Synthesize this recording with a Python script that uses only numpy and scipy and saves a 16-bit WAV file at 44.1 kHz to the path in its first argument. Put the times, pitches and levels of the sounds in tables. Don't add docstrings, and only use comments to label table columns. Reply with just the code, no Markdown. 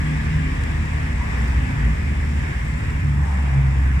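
import sys
import numpy as np
from scipy import signal
from scipy.fft import rfft, irfft
from scipy.io import wavfile
from scipy.ndimage import uniform_filter1d

SR = 44100
rng = np.random.default_rng(int(sys.argv[2]) if len(sys.argv) > 2 else 0)


def file_out(sig):
    cols = np.atleast_2d(sig).T
    lim = np.clip(cols, -1, 1)
    pcm = np.round(lim * 32767).astype(np.int16)
    wavfile.write(sys.argv[1], SR, pcm)


N = 176400
TIME = np.arange(N) / SR
FREQS = np.fft.rfftfreq(N, 1 / SR)


# f/Hz, relative level/dB, left minus right/dB
WATER_SPECTRUM = [(402, -2, 1.0), (520, -2.5, 3), (700, -4.5, 6), (960, -1, 3), (1070, -3.5, 0),
                  (1360, -4, -1.2), (1594, -2, -4), (1680, 2, -1.5), (2040, 1, 2.7), (2493, -4, 1),
                  (3000, -11.5, 3.5), (3410, -16, 5), (4350, -23.5, -1.5), (5000, -20, 1.5),
                  (5630, -20, -11), (6300, -26.5, 8), (7560, -20, 8.1), (9100, -27.5, 8), (10100, -35, -3),
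                  (11100, -32.5, -12), (13000, -36.9, -9), (15000, -46, -1.4)]
# f/Hz, left/(dB/s), right/(dB/s)
MIC_TURN = [(700, 0, 0), (1140, 0, -0.4), (1380, 0, 1.1), (1640, -2.3, 0.5), (2050, 0, -0.7),
            (2700, -0.2, -0.3), (3500, -1.1, -0.9), (4400, -0.4, -1.3), (5600, 0, -.2), (9000, 0, 0.5)]
# t/s, level/dB
BODY_LEVEL = [(0, -37.5), (.58, -38), (1.18, -39), (1.37, -36.5), (1.6, -37.5), (1.85, -38), (2.05, -39),
              (2.35, -39), (2.5, -37.5), (2.62, -39), (2.9, -39), (3.15, -41.5), (3.48, -39), (3.6, -39.5),
              (3.92, -40), (4, -38.5)]
SPRAY_LEVEL = [(0, -51), (.65, -52), (1.15, -52.5), (1.45, -50), (1.56, -51.5), (2.15, -53), (2.53, -52),
               (2.9, -53), (3.12, -55), (3.25, -52.5), (3.66, -54.5), (4, -54.5)]

def outfall(body_gain_db=6, spray_gain_db=1, spray_above_hz=4960):
    noise = stereo_noise(WATER_SPECTRUM, MIC_TURN, patchy_db=1.13, flicker_db=0.24, size=1024)
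    spray = filtered(noise, 1 / (1 + (spray_above_hz / (FREQS + 1)) ** 8))
    body = amp(body_gain_db + curves(BODY_LEVEL)[0]) * (noise - spray)
    return body + amp(spray_gain_db + curves(SPRAY_LEVEL)[0]) * unit(spray)


# t/s, level/dB, f/Hz, width/Hz, rise and fall/s, left minus right/dB
GURGLES = [(1.221, -41, 1000, 160, 0.032, 8), (1.428, -50, 1550, 130, 0.029, -6),
           (1.486, -51, 4780, 250, 0.0092, -1), (1.591, -59, 4680, 150, 0.022, 1),
           (3.47, -54, 3220, 130, 0.017, -7), (3.494, -41.5, 1650, 90, 0.03, 5),
           (3.77, -56, 3220, 130, 0.032, 4), (3.9, -42, 1676, 90, 0.018, -10)]

def gurgles():
    return sum(swell(s, db, hz, width, edge, edge, lean) for s, db, hz, width, edge, lean in GURGLES)


# f/Hz, gain/dB, left minus right/dB
DROP_SPECTRUM = [(1500, 9.5, 21), (2310, 7, -20), (4220, 0, 1), (5500, -8, 10), (7450, 3.5, 3),
                 (10100, -7, -5), (12000, -19, -8), (15000, -24, 0)]
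# t/s, level/dB
SPLASHES = [(0.637, -29), (1.129, -38), (1.48, -34), (2.394, -37), (2.649, -44), (2.683, -38), (2.904, -37)]

def drops(patter_db=-52, per_s=450, spread_db=3, kinds=24, tick_s=.0013, splash_s=.002):
    t = TIME[:1024]
    patter, splashes = np.zeros((2, 2, N))
    for _ in range(kinds):
        hits = rng.random(N) < per_s / kinds / SR
        strength = amp(spread_db * np.minimum(rng.exponential(1, N), 4))
        tick = rng.standard_normal((2, len(t))) * np.exp(-t / tick_s)
        patter += signal.oaconvolve([hits * strength], tick, axes=1)[:, :N]
    for s, db in SPLASHES:
        start = round(s * SR)
        burst = rng.standard_normal((2, len(t))) * np.exp(-t / splash_s)
        splashes[:, start:start + len(t)] += amp(db) * burst
    gain = colour(DROP_SPECTRUM, FREQS)
    return amp(patter_db) * unit(filtered(patter, gain)) + filtered(splashes, gain)


# t/s, firing f/Hz
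NEAR_FIRING = [(0, 75.25), (.32, 76.8), (.8, 74.13), (1.05, 75.8), (1.5, 74.6), (2.05, 73.01), (2.5, 73.1),
               (3.12, 71), (3.56, 68.4), (4, 65.77)]
# t/s, firing level/dB, octave level/dB
NEAR_LEVELS = [(0, -22.5, -32.5), (.12, -35, -21.5), (.2, -26, -34), (.36, -23.5, -19.5), (.52, -27, -36.5),
               (.8, -23.5, -31.5), (.88, -25, -34), (1.02, -23.5, -26.5), (1.36, -36, -49),
               (1.52, -25, -34), (1.68, -35, -44), (1.78, -30.5, -26.5), (2.04, -22, -38.5),
               (2.36, -23, -36), (2.6, -30.5, -37), (2.9, -27, -33), (3.14, -20, -20.5),
               (3.36, -20.5, -39.5), (3.58, -18.5, -16.5), (3.84, -18, -29), (4, -16, -29.5)]

def near_engine(third_below_db=24):
    hz = curves(NEAR_FIRING)[0]
    firing_db, octave_db = curves(NEAR_LEVELS)
    orders = enumerate([firing_db, octave_db, firing_db - third_below_db], 1)
    return sum(tone(k * hz, db, waver_db=1, waver_hz=17) for k, db in orders)


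# t/s, firing f/Hz, level/dB
SECOND_ENGINE = [(0, 66, -29), (.36, 64.5, -29), (.48, 62.9, -31), (.68, 63.6, -32.5), (.8, 63.6, -39),
                 (1.12, 62.8, -24.5), (1.35, 61.63, -23.5), (1.6, 60.88, -18), (1.72, 60.68, -36),
                 (1.85, 58, -16), (1.98, 57.3, -26), (2.48, 57.5, -30), (2.66, 57.3, -27.5),
                 (2.85, 57.04, -32), (4, 54.5, -43)]
DEEP_ENGINE = [(0, 46.7, -32), (.5, 45.46, -30), (1.25, 42, -33), (2.001, 37.2, -39), (2.6, 32.6, -46),
               (4, 33.08, -60)]

def lower_engines():
    return sum(tone(*curves(table), waver_db=1.15, waver_hz=12) for table in (SECOND_ENGINE, DEEP_ENGINE))


# t/s, cycle f/Hz, level/dB
FAR_ENGINE = [(0, 37.37, -38), (.6, 36.94, -41.5), (1.8, 36.99, -40.5), (2.3, 37.7, -39.5),
              (3, 39.4, -46.5), (3.6, 40.17, -46), (4, 39.3, -46.5)]
# multiple of the cycle rate, relative level/dB
FAR_ORDERS = [(3, -1), (6, -2), (7, -4), (8, -11)]

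def far_engine():
    hz, level_db = curves(FAR_ENGINE)
    return sum(tone(k * hz, level_db + db, waver_db=4.5, waver_hz=5.1) for k, db in FAR_ORDERS)


# peak t/s, level/dB, f/Hz, width/Hz, rise/s, fall/s
TYRE_SWELLS = [(1.42, -45.5, 863.4, 300, 0.6, 0.37), (3.3, -40, 950, 260, 0.11, 0.12),
               (3.5, -42.5, 830, 249, 0.26, 0.28)]

def tyres():
    return sum(swell(*row, lean_db=8) for row in TYRE_SWELLS)


# f/Hz, relative level/dB, left minus right/dB
RUMBLE_SPECTRUM = [(10, -23, 0), (25, -9, 0), (38.4, -11.5, 1), (57.4, -0.5, 1), (82, 2.5, -2),
                   (113.5, 0, 0), (167, -4, -2), (224, -9, 2.5), (289, -14, -1.5), (353, -23, -3),
                   (480, -36.5, -1), (800, -62.5, 3)]
# f/Hz, trend/(dB/s)
RUMBLE_TREND = [(25, 5.5), (42, -1.5), (56, -2), (85, 2.5), (115, 0.96), (200, 0), (300, -1.1), (450, -0.5)]
# t/s, level/dB
RUMBLE_LEVEL = [(0, -25.5), (.6, -26), (1.2, -27.5), (1.55, -25.5), (2.1, -23.5), (2.6, -27.5),
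                (3.1, -23.5), (3.5, -29.5), (4, -26)]

def traffic():
    noise = stereo_noise(RUMBLE_SPECTRUM, RUMBLE_TREND, patchy_db=1.5, flicker_db=0, size=4096)
    return amp(curves(RUMBLE_LEVEL)[0]) * noise


# f/Hz, coherence (0-1), left lead/rad
MIC_PAIR = [(20, 0.9, .05), (60, 0.94, 0.068), (105, 1, 0.2), (152, 0.98, 0.41), (278, 0.86, 0.6),
            (380, 0.73, 1.3), (560, 0.64, 2.57), (710, .72, 3.03), (950, 0.41, 2.47), (1160, 0.5, 1.11),
            (1384, 0.43, 3.5), (1560, 0.36, 3.93), (1950, 0.4, 4.64), (2200, 0.07, 3.7), (2470, 0.28, 2),
            (2900, .37, 2.64), (3340, 0.8, 5.2), (4280, 0.18, 9.25), (5240, 0.2, 7.06), (8000, .15, 8.4)]

def stereo_noise(spectrum, trend, patchy_db, flicker_db, size):
    hop, hz = size // 4, np.fft.rfftfreq(size, 1 / SR)
    frames = N // hop + 5
    a, b, c, d, patches = rng.standard_normal((5, frames, len(hz)))
    patches = unit(uniform_filter1d(uniform_filter1d(patches, size=14, axis=0), size=6, axis=1))
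    flicker = unit(uniform_filter1d(rng.standard_normal(frames), size=4))[:, None]
    coherence, lead = across(MIC_PAIR, hz)
    left, unrelated = a + 1j * b, c + 1j * d
    right = (coherence * left + np.sqrt(1 - coherence ** 2) * unrelated) * np.exp(-1j * lead)
    from_middle_s = (np.arange(frames) * hop - N / 2) / SR
    trend_db = np.array(across(trend, hz))[:, None] * from_middle_s[:, None]
    gain = colour(spectrum, hz)[:, None] * amp(patchy_db * patches + flicker_db * flicker + trend_db)
    spectra = np.array([left, right]) * gain
    return unit(signal.istft(spectra.transpose(0, 2, 1), nperseg=size, noverlap=size - hop)[1][:, :N])


def tone(hz, db, waver_db, waver_hz):
    phase = 2 * np.pi * (np.cumsum(hz) / SR + rng.random())
    lead = across(MIC_PAIR, hz)[1]
    waver = unit(filtered(rng.standard_normal(N), np.exp(-(FREQS / waver_hz) ** 2)))
    return np.sqrt(2) * amp(db + waver_db * waver) * np.sin([phase, phase - lead])


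def swell(s, db, hz, width_hz, rise_s, fall_s, lean_db):
    band = filtered(rng.standard_normal((2, N)), 1 / (1 + ((FREQS - hz) / width_hz) ** 2 / 2) ** 2)
    envelope = np.exp(-((TIME - s) / np.where(TIME < s, rise_s, fall_s)) ** 2 / 2)
    return amp(db + np.array([[lean_db], [-lean_db]]) / 2) * envelope * unit(band)


def amp(db):
    return 10 ** (np.asarray(db) / 20)


def unit(x):
    return x / np.sqrt(np.mean(x ** 2) + 1e-20)


def curves(table):
    s, *columns = np.transpose(table)
    return [np.interp(TIME, s, c) for c in columns]


def across(table, hz):
    f, *columns = np.transpose(table)
    return [np.interp(np.log(hz + 1), np.log(f), c) for c in columns]


def colour(table, hz):
    db, lean = across(table, hz)
    pair = amp(np.array([lean, -lean]) / 2)
    return amp(db) * pair / np.sqrt((pair ** 2).mean(0))


def filtered(x, gain):
    return irfft(rfft(x) * gain, N)


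def scene():
    water = outfall() + gurgles() + drops()
    return water + traffic() + tyres() + near_engine() + lower_engines() + far_engine()


def record(dry, edge_hz=15150):
    lowpass = signal.firwin(511, edge_hz, window=("kaiser", 9), fs=SR)
    return signal.oaconvolve(dry, lowpass[None], "same")


dry = scene()
out = record(dry)
file_out(out)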